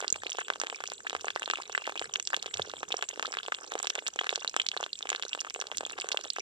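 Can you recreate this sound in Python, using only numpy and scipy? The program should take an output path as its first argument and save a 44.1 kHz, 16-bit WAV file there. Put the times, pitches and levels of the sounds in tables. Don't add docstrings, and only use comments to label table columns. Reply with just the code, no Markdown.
import sys
import numpy as np
from scipy import signal
from scipy.io import wavfile

SR = 44100
rng = np.random.default_rng(int(sys.argv[2]) if len(sys.argv) > 2 else 0)


def int16_out(signal):
    q = np.round(np.clip(np.atleast_2d(signal).T, -1, 1) * 32767)
    wavfile.write(sys.argv[1], SR, q.astype(np.int16))


N = 283077
TIME = np.arange(N) / SR
LEAD_SAMPLES = 200

# [t/s, relative level/dB, f/Hz, swell/cycles]
SLAPS = [(0.026, -13.5, 610, 0.041), (0.0445, -10.5, 870, 0.1), (0.126, -21.5, 365.0, 0.083),
         (0.1599, -16.5, 930, 0.014), (0.2349, -15, 920, 0.013), (0.2616, -19, 382, 0.061),
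         (0.267, -11, 2570, 1.5), (0.3491, -20, 675, 0.037), (0.3704, -20, 3700, 0.14),
         (0.3858, -8, 805, 0.11), (0.4122, -13.5, 1670, 0.38), (0.4167, -14.5, 1220, 0.095),
         (0.483, -16, 1530.0, 0.024), (0.502, -2.5, 1210, 0.065), (0.5163, -28, 590.0, 0.046),
         (0.5584, -17.5, 980, 0.041), (0.6151, -9.5, 1730, 0.063), (0.6363, -10.5, 710, 0.023),
         (0.6464, -24, 1600.0, 0.041), (0.665, -23, 1910.0, 0.056), (0.6693, -12.5, 2190, 0.095),
         (0.6997, -13, 2200, 0.066), (0.727, -13.5, 770, 0.082), (0.8045, -16.5, 785, 0.02),
         (0.808, -20.5, 1350.0, 0.033), (0.8388, -12.5, 1270, 0.01), (0.8867, -25.5, 740, 0.1),
         (0.9191, -15, 880, 0.011), (1.0973, -11.5, 3040, 0.046), (1.1069, -18, 1410.0, 0.041),
         (1.13, -12.5, 740, 0.034), (1.1506, -6, 980, 0.071), (1.165, -17, 1800.0, 0.034),
         (1.2103, -20.5, 3900, 0.041), (1.245, -10, 714, 0.081), (1.2697, -16, 757.0, 0.12),
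         (1.2828, -6, 1770, 0.38), (1.305, -16, 1640.0, 0.022), (1.361, -6, 880, 0.046),
         (1.369, -27, 1770.0, 0.23), (1.4207, -11.5, 1190, 0.11), (1.4385, -21, 784.0, 0.051),
         (1.4774, -12.5, 890, 0.069), (1.5006, -5.5, 1760.0, 0.049), (1.5031, -16, 1300, 0.041),
         (1.5114, -7.5, 3150, 0.18), (1.5357, -11, 1260, 0.042), (1.5575, -14.5, 2690, 3.2),
         (1.5726, -19.5, 1430.0, 0.046), (1.5863, -17.5, 704, 0.086), (1.6212, -21, 2080, 0.02),
         (1.697, -16, 750, 0.045), (1.7285, -22, 1820.0, 0.041), (1.7777, -5, 1420, 0.085),
         (1.8196, -30, 2740.0, 0.29), (1.8685, -15.5, 2420.0, 0.027), (1.876, -6.5, 814.0, 0.11),
         (1.8913, -27, 2660.0, 0.04), (1.8952, -12, 863.0, 0.034), (1.9225, -18.5, 980, 0.032),
         (1.9563, -16, 870, 0.029), (1.9948, -9, 3460, 0.19), (2.0152, -11.0, 574, 0.058),
         (2.023, -13.5, 1920, 0.44), (2.0961, -22.5, 940, 0.27), (2.158, -3.5, 2500, 0.51),
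         (2.1985, -13, 2090.0, 0.05), (2.3041, -19.5, 1540.0, 0.057), (2.344, -6, 1890.0, 0.78),
         (2.3729, -19, 608.0, 0.061), (2.46, -14, 2740, 0.3), (2.461, -16, 504, 0.13),
         (2.4649, -16, 3610.0, 0.13), (2.572, -15, 3730, 0.055), (2.5962, -6.0, 584, 0.041),
         (2.6536, -27, 739.0, 0.041), (2.675, -21.5, 385, 0.15), (2.6868, -26, 365.0, 0.099),
         (2.7372, -13.5, 680, 0.048), (2.8311, -9, 980, 0.062), (2.9054, -18.5, 730, 0.041),
         (2.925, -7, 3160, 0.89), (2.942, -7.5, 655, 0.053), (2.9915, -18.5, 1010.0, 0.024),
         (3.0252, -7, 1690, 0.015), (3.0321, -15, 848.0, 0.06), (3.1322, -24.5, 448.0, 0.041),
         (3.1594, -26, 1500.0, 0.036), (3.1756, -18.5, 380, 0.053), (3.196, -9, 1140, 0.03),
         (3.2088, -26, 402.0, 0.056), (3.2269, -9.5, 1810, 0.028), (3.2787, -19.5, 520, 0.11),
         (3.2866, -23, 536.0, 0.041), (3.3273, -17, 1670, 0.033), (3.3391, -12, 1460, 0.33),
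         (3.3508, -17, 1800, 1.1), (3.3703, -10, 1370, 0.074), (3.4516, -25, 902.0, 0.041),
         (3.483, -11.5, 754, 0.037), (3.5217, -5, 1590, 0.27), (3.5473, -11, 3300, 0.51),
         (3.5865, -23, 1310.0, 0.038), (3.6433, -22.5, 1030.0, 0.095), (3.7201, -12.5, 990, 0.012),
         (3.731, -22, 572.0, 0.041), (3.754, -7.5, 550, 0.035), (3.7794, -22, 1550.0, 0.078),
         (3.7883, -22, 1500.0, 0.037), (3.8008, -15, 1020, 0.026), (3.8324, -19, 1200.0, 0.043),
         (3.845, -12, 810, 0.29), (3.8557, -19, 1630, 0.041), (3.871, -6.5, 2900, 0.042),
         (3.9025, -6.5, 2960, 0.062), (3.9538, -11.5, 2270, 0.083), (3.9825, -15, 605, 0.041),
         (4.0843, -17, 1270, 0.041), (4.16, -17, 546.0, 0.035), (4.1906, -22, 1850.0, 0.045),
         (4.213, -9, 900, 0.041), (4.2363, -20, 968.0, 0.042), (4.2435, -14.5, 1300, 0.037),
         (4.2686, -11.5, 1450, 0.034), (4.2926, -4, 2430, 0.33), (4.3066, -16, 1870.0, 0.041),
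         (4.3276, -9.5, 573, 0.041), (4.3548, -21, 2570.0, 0.11), (4.364, -25, 1370.0, 0.041),
         (4.3775, -16.5, 662.0, 0.09), (4.447, -11, 1130, 0.019), (4.5421, -14.5, 1370, 0.07),
         (4.5646, -3.5, 1120, 0.035), (4.5992, -5, 2460, 2.4), (4.7368, -25, 768.0, 0.053),
         (4.7661, -10, 845, 0.036), (4.7744, -19, 1560.0, 0.18), (4.829, -10.5, 830, 0.031),
         (4.8632, -16.5, 1100, 0.024), (5.008, -23.5, 977.0, 0.041), (5.0554, -15.5, 696, 0.055),
         (5.0712, -18.5, 2450.0, 0.72), (5.0911, -13, 1700, 0.05), (5.1018, -8.5, 2700, 0.045),
         (5.1185, -13, 734, 0.041), (5.1293, -8.5, 1700, 0.13), (5.149, -10, 1710, 0.11),
         (5.1969, -18.5, 1070, 0.017), (5.225, -8.5, 3350, 0.3), (5.2343, -15.5, 1810, 0.063),
         (5.2515, -19.5, 481.0, 0.055), (5.3319, -9, 2880, 2.2), (5.3498, -12.5, 1040, 0.014),
         (5.3876, -30, 1840.0, 0.037), (5.417, -20.5, 1540, 0.029), (5.4482, -16.0, 1210, 0.076),
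         (5.468, -21, 1290.0, 0.11), (5.506, -18, 2210, 0.036), (5.561, -15.5, 613, 0.027),
         (5.5921, -20, 596, 0.085), (5.614, -11, 3140, 0.069), (5.6217, -14, 1160.0, 0.041),
         (5.6404, -24, 771.0, 0.076), (5.7165, -16.5, 780, 0.13), (5.723, -18.5, 660, 0.051),
         (5.735, -29, 1330, 0.1), (5.8084, -11.5, 670, 0.015), (5.8328, -14.5, 665, 0.19),
         (5.8378, -27, 2060.0, 0.042), (5.864, -19.5, 694, 0.036), (5.8977, -18.5, 1880, 0.037),
         (5.979, -20, 1700.0, 0.13), (5.9833, -18.5, 1400, 0.042), (5.987, -14, 860, 0.028),
         (6.0443, -15, 530, 0.027), (6.0884, -17, 1670, 0.043), (6.095, -23, 2110, 0.2),
         (6.1175, -7.5, 2950, 0.097), (6.1452, -7, 695, 0.29), (6.191, -21.5, 806.0, 0.047),
         (6.2436, -20, 1340, 0.022), (6.361, -20.5, 4100.0, 0.048), (6.364, -12, 1610, 0.81),
         (6.385, -10.5, 700, 0.04)]
# [t/s, relative level/dB, starting f/Hz, swell/cycles, t60/s, climb/(share of f per s)]
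BUBBLES = [(0.0034, -19, 1230, 0.2, 0.003, 0), (0.0039, -21.5, 6450, 0.07, 0.0012, 167),
           (0.014, -18.5, 3120, 0.11, 0.0011, 250), (0.0355, -28, 1890, 0.05, 0.011, 158),
           (0.08, -10.5, 4500, 0.24, 0.002, 2), (0.103, -10.5, 5950, 1.2, 0.00095, 0),
           (0.126, -11, 6800, 1.1, 0.0033, -5), (0.157, -33.5, 2290, 2, 0.023, 194),
           (0.22, -31, 1690, 0.84, 0.013, 31), (0.2695, -31.5, 3790.0, 0.041, 0.013, 51),
           (0.295, -19, 2670, 0.041, 0.00097, 250), (0.3015, -21, 5700, 0.29, 0.0032, 106),
           (0.3076, -27, 7060, 0.052, 0.0027, 245), (0.3191, -20, 3130, 0.1, 0.0047, 3),
           (0.33, -26, 5580.0, 0.11, 0.0049, 55), (0.3553, -30, 3230.0, 0.053, 0.0027, 7),
           (0.3897, -19.5, 1420, 2.1, 0.013, 179), (0.4083, -22, 2400.0, 0.36, 0.0028, 252),
           (0.536, -24.5, 3420.0, 0.042, 0.0031, 4), (0.6, -23, 946.0, 0.38, 0.0091, 235),
           (0.6003, -14, 5300, 0.44, 0.0019, 253), (0.6158, -25, 6800, 0.059, 0.0034, 75),
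           (0.759, -26, 5380.0, 0.41, 0.0033, -19), (0.8218, -38, 1770, 2.2, 0.012, 240),
           (0.8675, -26.5, 3240, 2, 0.002, 0), (0.8756, -19, 5800, 0.052, 0.0013, 229),
           (0.9007, -22, 4480, 0.042, 0.002, 238), (0.9354, -30, 7100, 3, 0.0045, 50),
           (0.9805, -37, 3440, 0.5, 0.0071, 200), (1.0042, -31.5, 1410, 0.091, 0.007, 240),
           (1.0675, -20.0, 1426, 0.049, 0.018, 237), (1.2142, -33, 5150, 0.2, 0.0052, 200),
           (1.2556, -29, 6200, 0.042, 0.0054, 45), (1.3038, -14.5, 2920, 0.4, 0.0013, 254),
           (1.3552, -28, 4540, 0.08, 0.0044, 41), (1.395, -30, 1670, 0.23, 0.012, 63),
           (1.3965, -20.5, 7360, 0.38, 0.00081, 21), (1.4302, -18, 2440.0, 0.29, 0.0045, 261),
           (1.4587, -21, 3450, 0.14, 0.0054, 244), (1.5357, -15.5, 1210, 0.81, 0.0093, 61),
           (1.6002, -24.5, 835, 0.1, 0.024, 103), (1.6155, -31, 2190, 2, 0.004, 242),
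           (1.6336, -31.5, 3680, 0.4, 0.004, 120), (1.655, -34, 3760, 2, 0.002, 120),
           (1.7207, -28, 3800, 0.17, 0.0028, 242), (1.724, -34.5, 5550, 1, 0.014, 69),
           (1.7498, -12.5, 1620, 0.22, 0.011, 145), (1.818, -36, 2280, 0.5, 0.022, 100),
           (1.9007, -31, 2050, 0.041, 0.014, 80), (1.9762, -24.5, 2820, 0.078, 0.0079, 127),
           (2.0426, -25.5, 1470, 1.6, 0.011, 139), (2.056, -30, 1540.0, 0.23, 0.01, 263),
           (2.1373, -23, 2750, 0.041, 0.0044, 131), (2.139, -19.5, 5470, 0.048, 0.0044, 208),
           (2.1543, -33, 2950, 0.3, 0.009, 180), (2.199, -22.5, 5970, 0.22, 0.0037, 52),
           (2.2266, -17, 7400, 0.76, 0.00055, 252), (2.2526, -22, 5190, 1.7, 0.0012, 120),
           (2.2736, -7, 4570, 0.28, 0.00097, 213), (2.301, -31, 7460, 1.4, 0.0031, 27),
           (2.3313, -14.0, 1340, 0.042, 0.01, 251), (2.3387, -14, 810, 0.053, 0.0096, 260),
           (2.345, -16.5, 3230, 2.9, 0.0047, 144), (2.3655, -7.5, 4270, 0.041, 0.00058, 235),
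           (2.4237, -35, 2960, 0.5, 0.0087, 202), (2.427, -13.5, 4770, 0.041, 0.00093, 240),
           (2.436, -35, 3940, 0.59, 0.0051, 56), (2.4688, -37, 2030, 0.3, 0.007, 52),
           (2.5374, -34, 3250, 0.041, 0.024, 69), (2.541, -12, 3320, 0.076, 0.0014, 66),
           (2.543, -24.5, 5700, 0.046, 0.0052, 59), (2.6127, -40, 1940, 2, 0.017, 122),
           (2.619, -22.5, 3170, 0.64, 0.018, 136), (2.6974, -35, 1150, 0.11, 0.046, 54),
           (2.6973, -29.5, 3340, 0.042, 0.0081, 190), (2.7154, -24.5, 3720, 0.18, 0.0016, 242),
           (2.7673, -33.5, 3080, 1, 0.0095, 104), (2.8876, -28.5, 5930, 0.59, 0.003, 200),
           (2.92, -20.5, 3160, 0.043, 0.011, 93), (2.9687, -20.5, 5150, 0.31, 0.0051, 159),
           (2.9824, -33, 7600, 2, 0.0037, 0), (3.0114, -31, 2960, 0.057, 0.0059, 101),
           (3.0398, -25, 2260, 0.041, 0.004, 246), (3.0878, -16, 3550.0, 0.047, 0.00081, 249),
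           (3.09, -25, 5700, 0.049, 0.01, 254), (3.1086, -34, 1860, 0.3, 0.011, 122),
           (3.1108, -32, 2570, 0.041, 0.011, 179), (3.1374, -36, 2670, 2, 0.014, 50),
           (3.2312, -20.5, 770, 0.038, 0.0089, 262), (3.249, -24, 1026, 0.041, 0.045, 105),
           (3.2569, -21, 3320, 0.29, 0.005, 258), (3.2684, -20, 4530, 0.11, 0.0017, 71),
           (3.3212, -23.5, 5260.0, 0.63, 0.0051, 18), (3.3423, -26, 4400, 0.043, 0.0038, 210),
           (3.3839, -30, 1060, 0.041, 0.015, 128), (3.3871, -19.5, 2820, 0.33, 0.0064, 232),
           (3.4043, -34, 1280, 2.4, 0.016, 183), (3.432, -23, 3380, 0.13, 0.0028, 22),
           (3.4624, -23, 2950, 0.045, 0.003, 90), (3.4777, -36, 7640, 0.3, 0.0054, 3),
           (3.523, -16, 1180, 1, 0.012, 24), (3.5426, -25.0, 2740, 0.043, 0.0034, 240),
           (3.6753, -37, 4520, 0.3, 0.0099, 50), (3.737, -26.5, 3260, 0.041, 0.0054, 207),
           (3.7394, -30, 6650, 0.049, 0.0028, 118), (3.7906, -21.5, 5960, 0.1, 0.0027, 248),
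           (3.8287, -16, 7900, 0.11, 0.0018, 4), (3.8433, -27.5, 3270, 2.2, 0.0076, 154),
           (3.8462, -26.5, 4290.0, 0.17, 0.0065, 254), (3.8754, -22, 5450.0, 1, 0.0016, 47),
           (3.899, -18, 5200, 0.53, 0.0039, 139), (3.9321, -39, 1680, 2, 0.012, 52),
           (3.953, -19.5, 7050, 1.2, 0.0014, 8), (3.9584, -11, 1050.0, 0.041, 0.0011, 6),
           (3.977, -33, 3250, 0.092, 0.0087, 83), (3.988, -21.5, 1750, 0.097, 0.015, 265),
           (4.066, -13, 2300, 0.041, 0.002, 254), (4.0717, -9, 4250, 0.67, 0.001, 0),
           (4.0799, -12, 6730, 0.058, 0.00073, 230), (4.1374, -27.5, 6130, 2, 0.0017, 2),
           (4.161, -25, 6870, 0.31, 0.00093, 6), (4.1894, -14, 1670, 0.06, 0.0075, 100),
           (4.1909, -16, 2700, 0.34, 0.008, 155), (4.21, -28.5, 3390.0, 0.24, 0.015, -6),
           (4.2346, -30, 2080, 0.3, 0.007, 0), (4.2634, -28, 1770, 2.2, 0.022, 48),
           (4.2922, -17, 3170, 0.11, 0.01, 117), (4.303, -25, 6060.0, 0.047, 0.0014, 57),
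           (4.3134, -27, 4060, 0.097, 0.004, -1), (4.3348, -35, 2630, 0.1, 0.011, 191),
           (4.3583, -5, 4330, 0.2, 0.0009, -14), (4.4094, -29, 4550, 2, 0.0018, 240),
           (4.4192, -31.5, 756, 0.041, 0.022, 233), (4.477, -15.5, 4100, 0.1, 0.0083, -13),
           (4.496, -21, 5500, 0.043, 0.002, -3), (4.565, -21.5, 7440, 0.058, 0.0034, 22),
           (4.5737, -27, 3030, 0.061, 0.0036, -1), (4.5994, -16.5, 2820, 0.042, 0.011, 76),
           (4.6153, -29, 2420, 2, 0.016, 200), (4.6177, -14, 3980.0, 0.1, 0.0011, 0),
           (4.662, -28, 1800, 0.18, 0.011, 240), (4.6658, -11.5, 4100, 0.059, 0.0016, 0),
           (4.6876, -5, 4450, 0.39, 0.0012, 3), (4.7161, -18.5, 2980, 0.057, 0.0037, 62),
           (4.7741, -18, 3790, 0.74, 0.0048, 109), (4.803, -13, 745, 0.1, 0.004, 84),
           (4.809, -20.5, 975, 0.13, 0.0052, 240), (4.8094, -26.5, 6050.0, 0.047, 0.0031, 126),
           (4.8383, -22.5, 2910, 0.044, 0.013, 134), (4.9315, -12.5, 4160, 2.5, 0.0019, 168),
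           (4.9548, -34, 3200, 0.13, 0.012, 99), (4.99, -19.5, 5470, 0.4, 0.00097, 43),
           (5.0267, -20.5, 3520, 0.074, 0.0053, 0), (5.092, -22.5, 7250, 0.042, 0.0038, 6),
           (5.1024, -15.5, 6760, 1.2, 0.0019, 37), (5.1607, -21, 3520, 0.041, 0.0054, 252),
           (5.1792, -35, 1330.0, 0.044, 0.012, 106), (5.2292, -28, 3190.0, 0.042, 0.0078, 120),
           (5.2514, -23.5, 4050, 0.13, 0.0034, -8), (5.2646, -32.5, 1350, 0.041, 0.011, 39),
           (5.282, -31, 5300, 0.21, 0.0061, 211), (5.2935, -24, 4800, 0.067, 0.0017, 247),
           (5.3763, -17.5, 686, 0.03, 0.0023, -6), (5.4047, -19, 5000, 0.28, 0.0049, 114),
           (5.4104, -15, 6070, 0.22, 0.0011, 0), (5.4712, -25.5, 1070, 0.041, 0.013, 93),
           (5.4995, -22, 4940, 0.048, 0.0024, 65), (5.5416, -17, 7400, 0.55, 0.00069, 47),
           (5.5478, -22.5, 2230, 0.041, 0.0043, 253), (5.5772, -34, 404, 0.2, 0.015, 0),
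           (5.6008, -34, 1600.0, 1.3, 0.016, 28), (5.6014, -22.5, 6000, 0.67, 0.0042, 0),
           (5.6697, -20, 4200, 0.044, 0.0013, 1), (5.7156, -18, 2620, 0.12, 0.0027, 248),
           (5.7443, -43, 2020, 0.037, 0.067, 119), (5.7717, -8, 7900, 0.048, 0.00048, 213),
           (5.7824, -9.5, 5040, 0.35, 0.0008, 1), (5.806, -40, 1620, 0.28, 0.016, 50),
           (5.8513, -22, 3370, 0.099, 0.0073, -1), (5.8645, -29, 6700, 0.083, 0.0038, 141),
           (5.87, -30.0, 2650, 0.093, 0.005, 1), (5.9047, -21.5, 4070, 1.1, 0.0018, 7),
           (5.922, -26.5, 7800, 0.31, 0.0018, 9), (6.0004, -20, 4560.0, 0.044, 0.0036, 93),
           (6.0116, -21, 2380, 0.17, 0.0018, 0), (6.0123, -25.5, 7600, 0.054, 0.0032, 37),
           (6.0179, -18, 2800, 0.097, 0.0033, 0), (6.07, -27, 1760.0, 3.2, 0.0012, 250),
           (6.0885, -19.5, 6570, 0.062, 0.0019, 10), (6.1203, -20, 2410, 3.6, 0.0071, 239),
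           (6.1212, -20, 4060, 0.28, 0.0086, 252), (6.129, -19, 4400, 0.041, 0.0034, 0),
           (6.1719, -37, 2900, 0.15, 0.0016, 89), (6.1726, -9.5, 2700, 0.066, 0.0024, 248),
           (6.176, -29, 3220, 2, 0.0018, 0), (6.2117, -20.5, 4180.0, 0.043, 0.00085, -5),
           (6.238, -32.5, 5360, 0.042, 0.009, 166), (6.2502, -19.5, 3330, 0.51, 0.0013, 0),
           (6.303, -10, 4520, 0.5, 0.0032, 44), (6.334, -26.5, 8050, 0.21, 0.0028, 28),
           (6.396, -23, 4840.0, 0.042, 0.0026, 254)]
# [t/s, relative level/dB]
SLOSH = [(0, -35.5), (.2, -58), (.45, -47.5), (.85, -49.5), (1.25, -48), (1.65, -52), (2.0, -46.5),
         (2.7, -47.5), (3.25, -47), (3.6, -50), (4.3, -50), (4.75, -48.5), (5.15, -49), (5.6, -52),
         (6.2, -45)]


def gain_of(db):
    return 10 ** (np.asarray(db) / 20)


def evened(x):
    return x / np.sqrt(np.mean(x ** 2) + 1e-20)


def curve_db(points):
    return np.interp(TIME, *np.transpose(points))


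def read(points, hz):
    f, value = np.transpose(points)
    return np.interp(np.log(hz + 1), np.log(f + 1), value)


def add(mix, s, sound):
    start = max(round(s * SR) - LEAD_SAMPLES, 0)
    part = mix[start:][:len(sound)]
    part += sound[:len(part)]


def coloured(x, points, size=4096):
    hz = abs(np.fft.fftfreq(size, 1 / SR))
    log_gain = np.log(gain_of(read(points, hz)))
    spectrum = np.exp(np.conj(signal.hilbert(log_gain)))
    taps = np.fft.ifft(spectrum).real[:size // 2]
    return signal.oaconvolve(x, taps)[:N]


def noise(points, likeness):
    a, b = rng.standard_normal((2, N))
    mixed = likeness * a + np.sqrt(1 - likeness ** 2) * b
    return evened(np.array([coloured(a, points), coloured(mixed, points)]))


def ring(db, hz, t60_s, rise_per_s, attack_cycles, kick_rad):
    round_share, round_cycles = 0.25, 0.45
    t = np.arange(-LEAD_SAMPLES, int(1.2 * t60_s * SR) + 16) / SR
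    sharp_swell = np.tanh(t * hz / attack_cycles)
    round_swell = np.tanh(t * hz / round_cycles)
    swell = (1 + (1 - round_share) * sharp_swell + round_share * round_swell) / 2
    envelope = swell * gain_of(db - 60 * np.maximum(t, 0) / t60_s)
    return envelope * np.sin(2 * np.pi * hz * (t + rise_per_s * t * t / 2) + kick_rad)


def stirring():
    hush_db, hush_lead_s, hush_width_s = -1, 0.02, 0.012
    wobble_db, wobble_s, wobble_width_s = 3, 0.11, 0.044
    shut = np.zeros(N)
    shut[[round(row[0] * SR) for row in SLAPS + BUBBLES]] = 1
    t = np.arange(-SR // 10, SR // 10 + 1) / SR
    hush = np.exp(-((t + hush_lead_s) / hush_width_s) ** 2)
    wobble = np.exp(-((abs(t) - wobble_s) / wobble_width_s) ** 2)
    hushed = np.minimum(signal.oaconvolve(shut, hush, "same"), 1)
    lively = np.minimum(signal.oaconvolve(shut, wobble, "same"), 1)
    return gain_of(hush_db * hushed + wobble_db * lively)


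def lull_db():
    # [t/s, half length/s, level change/dB]
    dips = [(0.178, 0.015, -2), (1.001, 0.029, -9), (1.65, 0.01, -5), (2.244, 0.027, -24),
            (3.074, 0.016, -43), (3.627, 0.021, -2), (4.1, 0.048, -7), (2.11, .02, -6), (4.022, 0.017, 3),
            (4.523, 0.031, -13), (4.678, 0.03, -13), (4.949, 0.057, -15), (5.292, 0.036, -7.5),
            (5.523, .01, -24), (6.325, 0.035, -31)]
    return sum(db * np.exp(-((TIME - s) / half_s) ** 4) for s, half_s, db in dips)


def slaps():
    mid_t60_s, mid_hz, shortening_power = 0.0026, 890, 0.89
    out = np.zeros(N)
    for s, db, hz, swell_cycles in SLAPS:
        t60_s = mid_t60_s * (mid_hz / hz) ** shortening_power
        add(out, s, ring(db, hz, t60_s, 0, swell_cycles, kick_rad=0.82))
    return out


def droplets(top_db, low_hz, high_hz, mid_t60_s, mean_climb_hz_per_s, count, attack_cycles=0.26):
    spread_db = 7
    out = np.zeros(N)
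    for k, (when, size, weakness, life, climb) in enumerate(rng.random((count, 5))):
        hz = low_hz * (high_hz / low_hz) ** size
        db = top_db - spread_db * weakness
        t60_s = mid_t60_s * 2 ** (2 * life - 1)
        rise_per_s = 2 * climb * mean_climb_hz_per_s / hz
        sound = ring(db, hz, t60_s, rise_per_s, attack_cycles, kick_rad=0.28)
        add(out, (k + when) / count * N / SR, sound)
    return out


def bubbles():
    out = np.zeros(N)
    for s, db, hz, swell_cycles, t60_s, rise_per_s in BUBBLES:
        add(out, s, ring(db, hz, t60_s, rise_per_s, swell_cycles, kick_rad=0.33))
    return out


def hollow(x, level_db=-12, hz=460, width_hz=310, wander=0.45, wander_s=0.04):
    knots = rng.uniform(-1, 1, 1024)
    pitch_hz = hz * (1 + wander * np.interp(TIME / wander_s, np.arange(len(knots)), knots))
    turn = np.exp(2j * np.pi * np.cumsum(pitch_hz) / SR)
    r = np.exp(-np.pi * width_hz / SR)
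    slow = signal.lfilter([1 - r], [1, -r], x / turn + 1e-18)
    return gain_of(level_db) * 2 * (turn * slow).imag


def splashing(curve, level_db, low_hz, high_hz, cycles, max_rise_per_s, attack_cycles, count):
    spread_db, clump_db, clump_s = 9, 5, 0.025
    out = np.zeros(N)
    for when, size, strength, life, climb in rng.random((count, 5)):
        hz = low_hz * (high_hz / low_hz) ** size
        t60_s = cycles * 2 ** (2 * life - 1) / hz
        db = spread_db * strength ** 2
        sound = ring(db, hz, t60_s, max_rise_per_s * climb, attack_cycles, kick_rad=0.62)
        add(out, when * N / SR, sound)
    knots_s = np.arange(0, N / SR, clump_s)
    clumps = gain_of(clump_db * np.interp(TIME, knots_s, rng.uniform(-1, 1, len(knots_s))))
    return gain_of(curve_db(curve) + level_db) * evened(out * clumps)


def gurgle(murmur_db=-11.0):
    # [f/Hz, level/dB]
    murmur_colour = [(150, -63), (280, 4.5), (380, 0.5), (470, -4), (560, -28), (700, -22.5), (1500, -11),
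                     (2500, -37.5)]
    murmur = evened(coloured(rng.standard_normal(N), murmur_colour))
    plops = splashing(SLOSH, level_db=-10.5, low_hz=329, high_hz=494, cycles=4,
                      max_rise_per_s=8.0, attack_cycles=0.8, count=220)
    return gain_of(curve_db(SLOSH) + murmur_db) * murmur + plops


def spray(x, colour, level_db, linger_s, follow):
    keep = np.exp(-1 / (linger_s * SR))
    power = signal.lfilter([1 - keep], [1, -keep], x ** 2) + 1e-14
    hiss = coloured(rng.standard_normal(N), colour)
    return gain_of(level_db) * evened(power ** (follow / 2) * hiss)


def rim(x):
    # [delay/s, gain at the left port, gain at the right port]
    echoes = [(.00087, -.08, -.06), (.0012, .1, 0), (.00132, -.1, -.03), (.00153, 0, -.07), (.00227, .1, 0),
              (.00247, .12, 0), (.00264, .06, .03)]
    return sum(np.outer(gains, np.pad(x, (round(s * SR), 0))[:N]) for s, *gains in echoes)


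def tub(x, wall_db=-9.5, t60_s=0.018, first_s=0.00072, size=1024):
    t = np.arange(size) / SR
    fade_in = np.clip((t - first_s) / first_s, 0, 1)
    taps = rng.standard_normal((3, 2, size)) * gain_of(-60 * t / t60_s) * fade_in
    taps /= np.linalg.norm(taps, axis=2, keepdims=True)
    out = np.zeros((2, N))
    for k, scatter in enumerate(taps):
        share = np.cos(2 * np.pi * (2.3 * TIME + k / 3)) * np.sqrt(2 / 3)
        out += signal.oaconvolve((x * share)[None], scatter, axes=1)[:, :N]
    return gain_of(wall_db) * out


def yard(x, wet_db=-31):
    # [f/Hz, t60/s]
    decay = [(200, 0.99), (450, 0.48), (1500, 0.21), (4000, 0.34), (9000, 0.03)]
    hz, t, z = signal.stft(rng.standard_normal((2, SR // 2)), SR, nperseg=256)
    fading = z * gain_of(-60 * t / read(decay, hz)[:, None])
    tail = signal.istft(fading, SR, nperseg=256)[1]
    return gain_of(wet_db) * signal.oaconvolve(x[None], tail / np.linalg.norm(tail[0]), axes=1)[:, :N]


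def water(radiate_hz=320, left_lag_samples=10, lull_fizz_share=0.4):
    # [t/s, relative level/dB]
    fizz_curve = [(0, -60), (.4, -52.5), (.65, -62), (1.2, -56), (1.8, -52), (2.1, -54.5), (2.7, -57),
                  (3.4, -55.5), (4.1, -61), (4.3, -52), (4.9, -61.5), (5.3, -54), (5.7, -67.5),
                  (6.42, -50.5)]
    # [f/Hz, level/dB]
    mist_colour = [(300, -4), (500, 8), (1500, -29), (2200, 19), (3300, 9), (4200, -6), (5000, -30),
                   (6300, -37), (8500, 18), (10000, -15), (16000, -43)]
    # [f/Hz, level/dB]
    spatter_colour = [(1500, 6), (4500, 10), (7500, 9), (10000, 6.5), (16000, 1)]
    # [f/Hz, level/dB]
    froth_colour = [(1200, -41), (2200, 4.5), (3500, 5), (6500, -1), (8500, -28)]
    # [f/Hz, level/dB]
    left_colour = [(60, 9.5), (130, -11), (250, -23.5), (400, -5.5), (600, -4.5), (800, -2), (1050, -2.5),
                   (1300, 1.5), (1700, 3.5), (2150, -3), (2650, 0), (3800, -1), (4600, -12.5), (7300, -5.5),
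                   (10000, 3.5), (15000, -8)]

    stir, lull, dents = stirring(), lull_db(), slaps()
    slosh_gain = stir * gain_of(lull)
    fizz_gain = stir * gain_of(lull_fizz_share * lull)
    ticks = droplets(top_db=-38, low_hz=2400, high_hz=6150, mid_t60_s=0.004,
                     mean_climb_hz_per_s=330000, count=56, attack_cycles=1.4)
    pats = droplets(top_db=-24, low_hz=430, high_hz=1630, mid_t60_s=0.0019,
                    mean_climb_hz_per_s=13000, count=60, attack_cycles=0.17)
    plinks = droplets(top_db=-30, low_hz=1300, high_hz=2920, mid_t60_s=0.013,
                      mean_climb_hz_per_s=60000, count=30)
    hits = dents + bubbles() + fizz_gain * ticks + slosh_gain * (pats + plinks)

    x = hits + hollow(dents) + slosh_gain * gurgle()
    x += spray(hits, mist_colour, level_db=-61.0, linger_s=0.00078, follow=0.4)
    edges = np.gradient(hits)
    spatter = np.array([spray(edges, spatter_colour, level_db=-60.5, linger_s=0.00041, follow=0.7)
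                        for port in range(2)])
    x += fizz_gain * spray(hits, froth_colour, level_db=-63.5, linger_s=0.002, follow=0.56)
    x += slosh_gain * splashing(SLOSH, level_db=-8.5, low_hz=583, high_hz=1920, cycles=3.0,
                                max_rise_per_s=63, attack_cycles=0.24, count=400)
    x += fizz_gain * splashing(fizz_curve, level_db=-3, low_hz=2090, high_hz=8250, cycles=19,
                               max_rise_per_s=89, attack_cycles=1.4, count=950)

    x = signal.sosfilt(signal.butter(2, radiate_hz, "high", fs=SR, output="sos"), x)
    left, right = x + rim(x) + tub(x) + yard(x) + spatter
    late_left = np.pad(left, (left_lag_samples, 0))[:N]
    return np.array([coloured(late_left, left_colour), right])


def lumps(lump_db=5, lump_s=0.05):
    knots_s = np.arange(0, N / SR, lump_s)
    heights = rng.uniform(-1.2, 1, len(knots_s))
    return evened(gain_of(lump_db * np.interp(TIME, knots_s, heights)))


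def background(air_db=-64.5, rumble_db=-1, bump_swell_cycles=0.23):
    # [t/s, relative level/dB, f/Hz, t60/s]
    bump_rows = [(0.1283, -24, 176, 0.011), (0.134, -50, 82.5, 0.58), (1.16, -50, 83.5, 0.27),
                 (2.012, -49, 97, 0.25), (2.08, -45, 143, 0.1), (2.554, -39, 98, 0.25),
                 (2.59, -38, 86, 0.22), (2.597, -28, 137, 0.064), (2.772, -56, 159.4, 0.38),
                 (2.88, -45, 166, 0.13)]
    # [t/s, relative level/dB]
    rumble_curve = [(0, -64), (.2, -55.5), (.35, -69), (.5, -63), (.8, -64), (1.25, -56), (1.4, -64),
                    (1.9, -66), (2.07, -54.5), (2.2, -62.5), (2.75, -52), (3.05, -63.5), (5.6, -64.5),
                    (5.75, -58), (5.95, -63), (6.42, -63)]
    # [f/Hz, level/dB]
    rumble_colour = [(20, -26), (45, -7), (70, -9.5), (100, 0.5), (130, -11), (200, -3), (400, -16.5),
                     (1000, -50)]
    # [f/Hz, level/dB]
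    air_colour = [(100, -14), (420, 4), (600, -9), (1200, -14), (2000, -11.5), (3300, -15.5), (5000, -17),
                  (7000, -14), (8300, -5), (9000, -10), (10000, -17), (16000, -29)]
    bumps = np.zeros(N)
    for s, db, hz, t60_s in bump_rows:
        add(bumps, s, ring(db, hz, t60_s, 0.22, bump_swell_cycles, kick_rad=0))
    rumble = gain_of(curve_db(rumble_curve) + rumble_db) * noise(rumble_colour, 0.58)
    air = gain_of(air_db) * noise(air_colour, 0.13)
    return air + rumble * lumps() + bumps * gain_of([[-3], [1]])


def cricket(chirp_db=-61, half_length_s=0.033, between_gain=0.04):
    middles = [.18, .455, .715, .975, 1.255, 1.52, 1.775, 2.03, 2.26, 2.52, 2.78, 3.045, 3.305, 3.56, 3.81,
               4.06, 4.33, 4.59, 4.97, 5.335, 5.565, 5.79, 6.03, 6.28]
    # [f/Hz, level/dB]
    chirp_colour = [(5000, -50), (6800, -2), (7360, 9), (7520, 5), (7680, 19), (7850, 10), (8100, 9),
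                    (8900, 10), (9600, -10), (11000, -60)]
    chirps = np.exp(-((TIME[:, None] - np.array(middles)) / half_length_s) ** 4).sum(1)
    return gain_of(chirp_db) * (between_gain + chirps) * noise(chirp_colour, 0.011)


def scene():
    return water() + cricket() + background()


def record(dry, edge_hz=16200):
    # [f/Hz, level/dB]
    mic_colour = [(30, -12.5), (250, -10), (450, -2), (900, -3.5), (1600, -0.5), (1900, 0), (2300, 2),
                  (3300, 5), (4800, 3.5), (7500, 12.5), (8500, -3), (9800, -6.5), (12500, -7), (15000, -2),
                  (16500, -28)]
    heard = np.array([coloured(channel, mic_colour) for channel in dry])
    low_pass = signal.firwin(511, edge_hz, window=("kaiser", 9), fs=SR)
    return signal.oaconvolve(heard, low_pass[None], "same")


dry = scene()
out = record(dry)
int16_out(out)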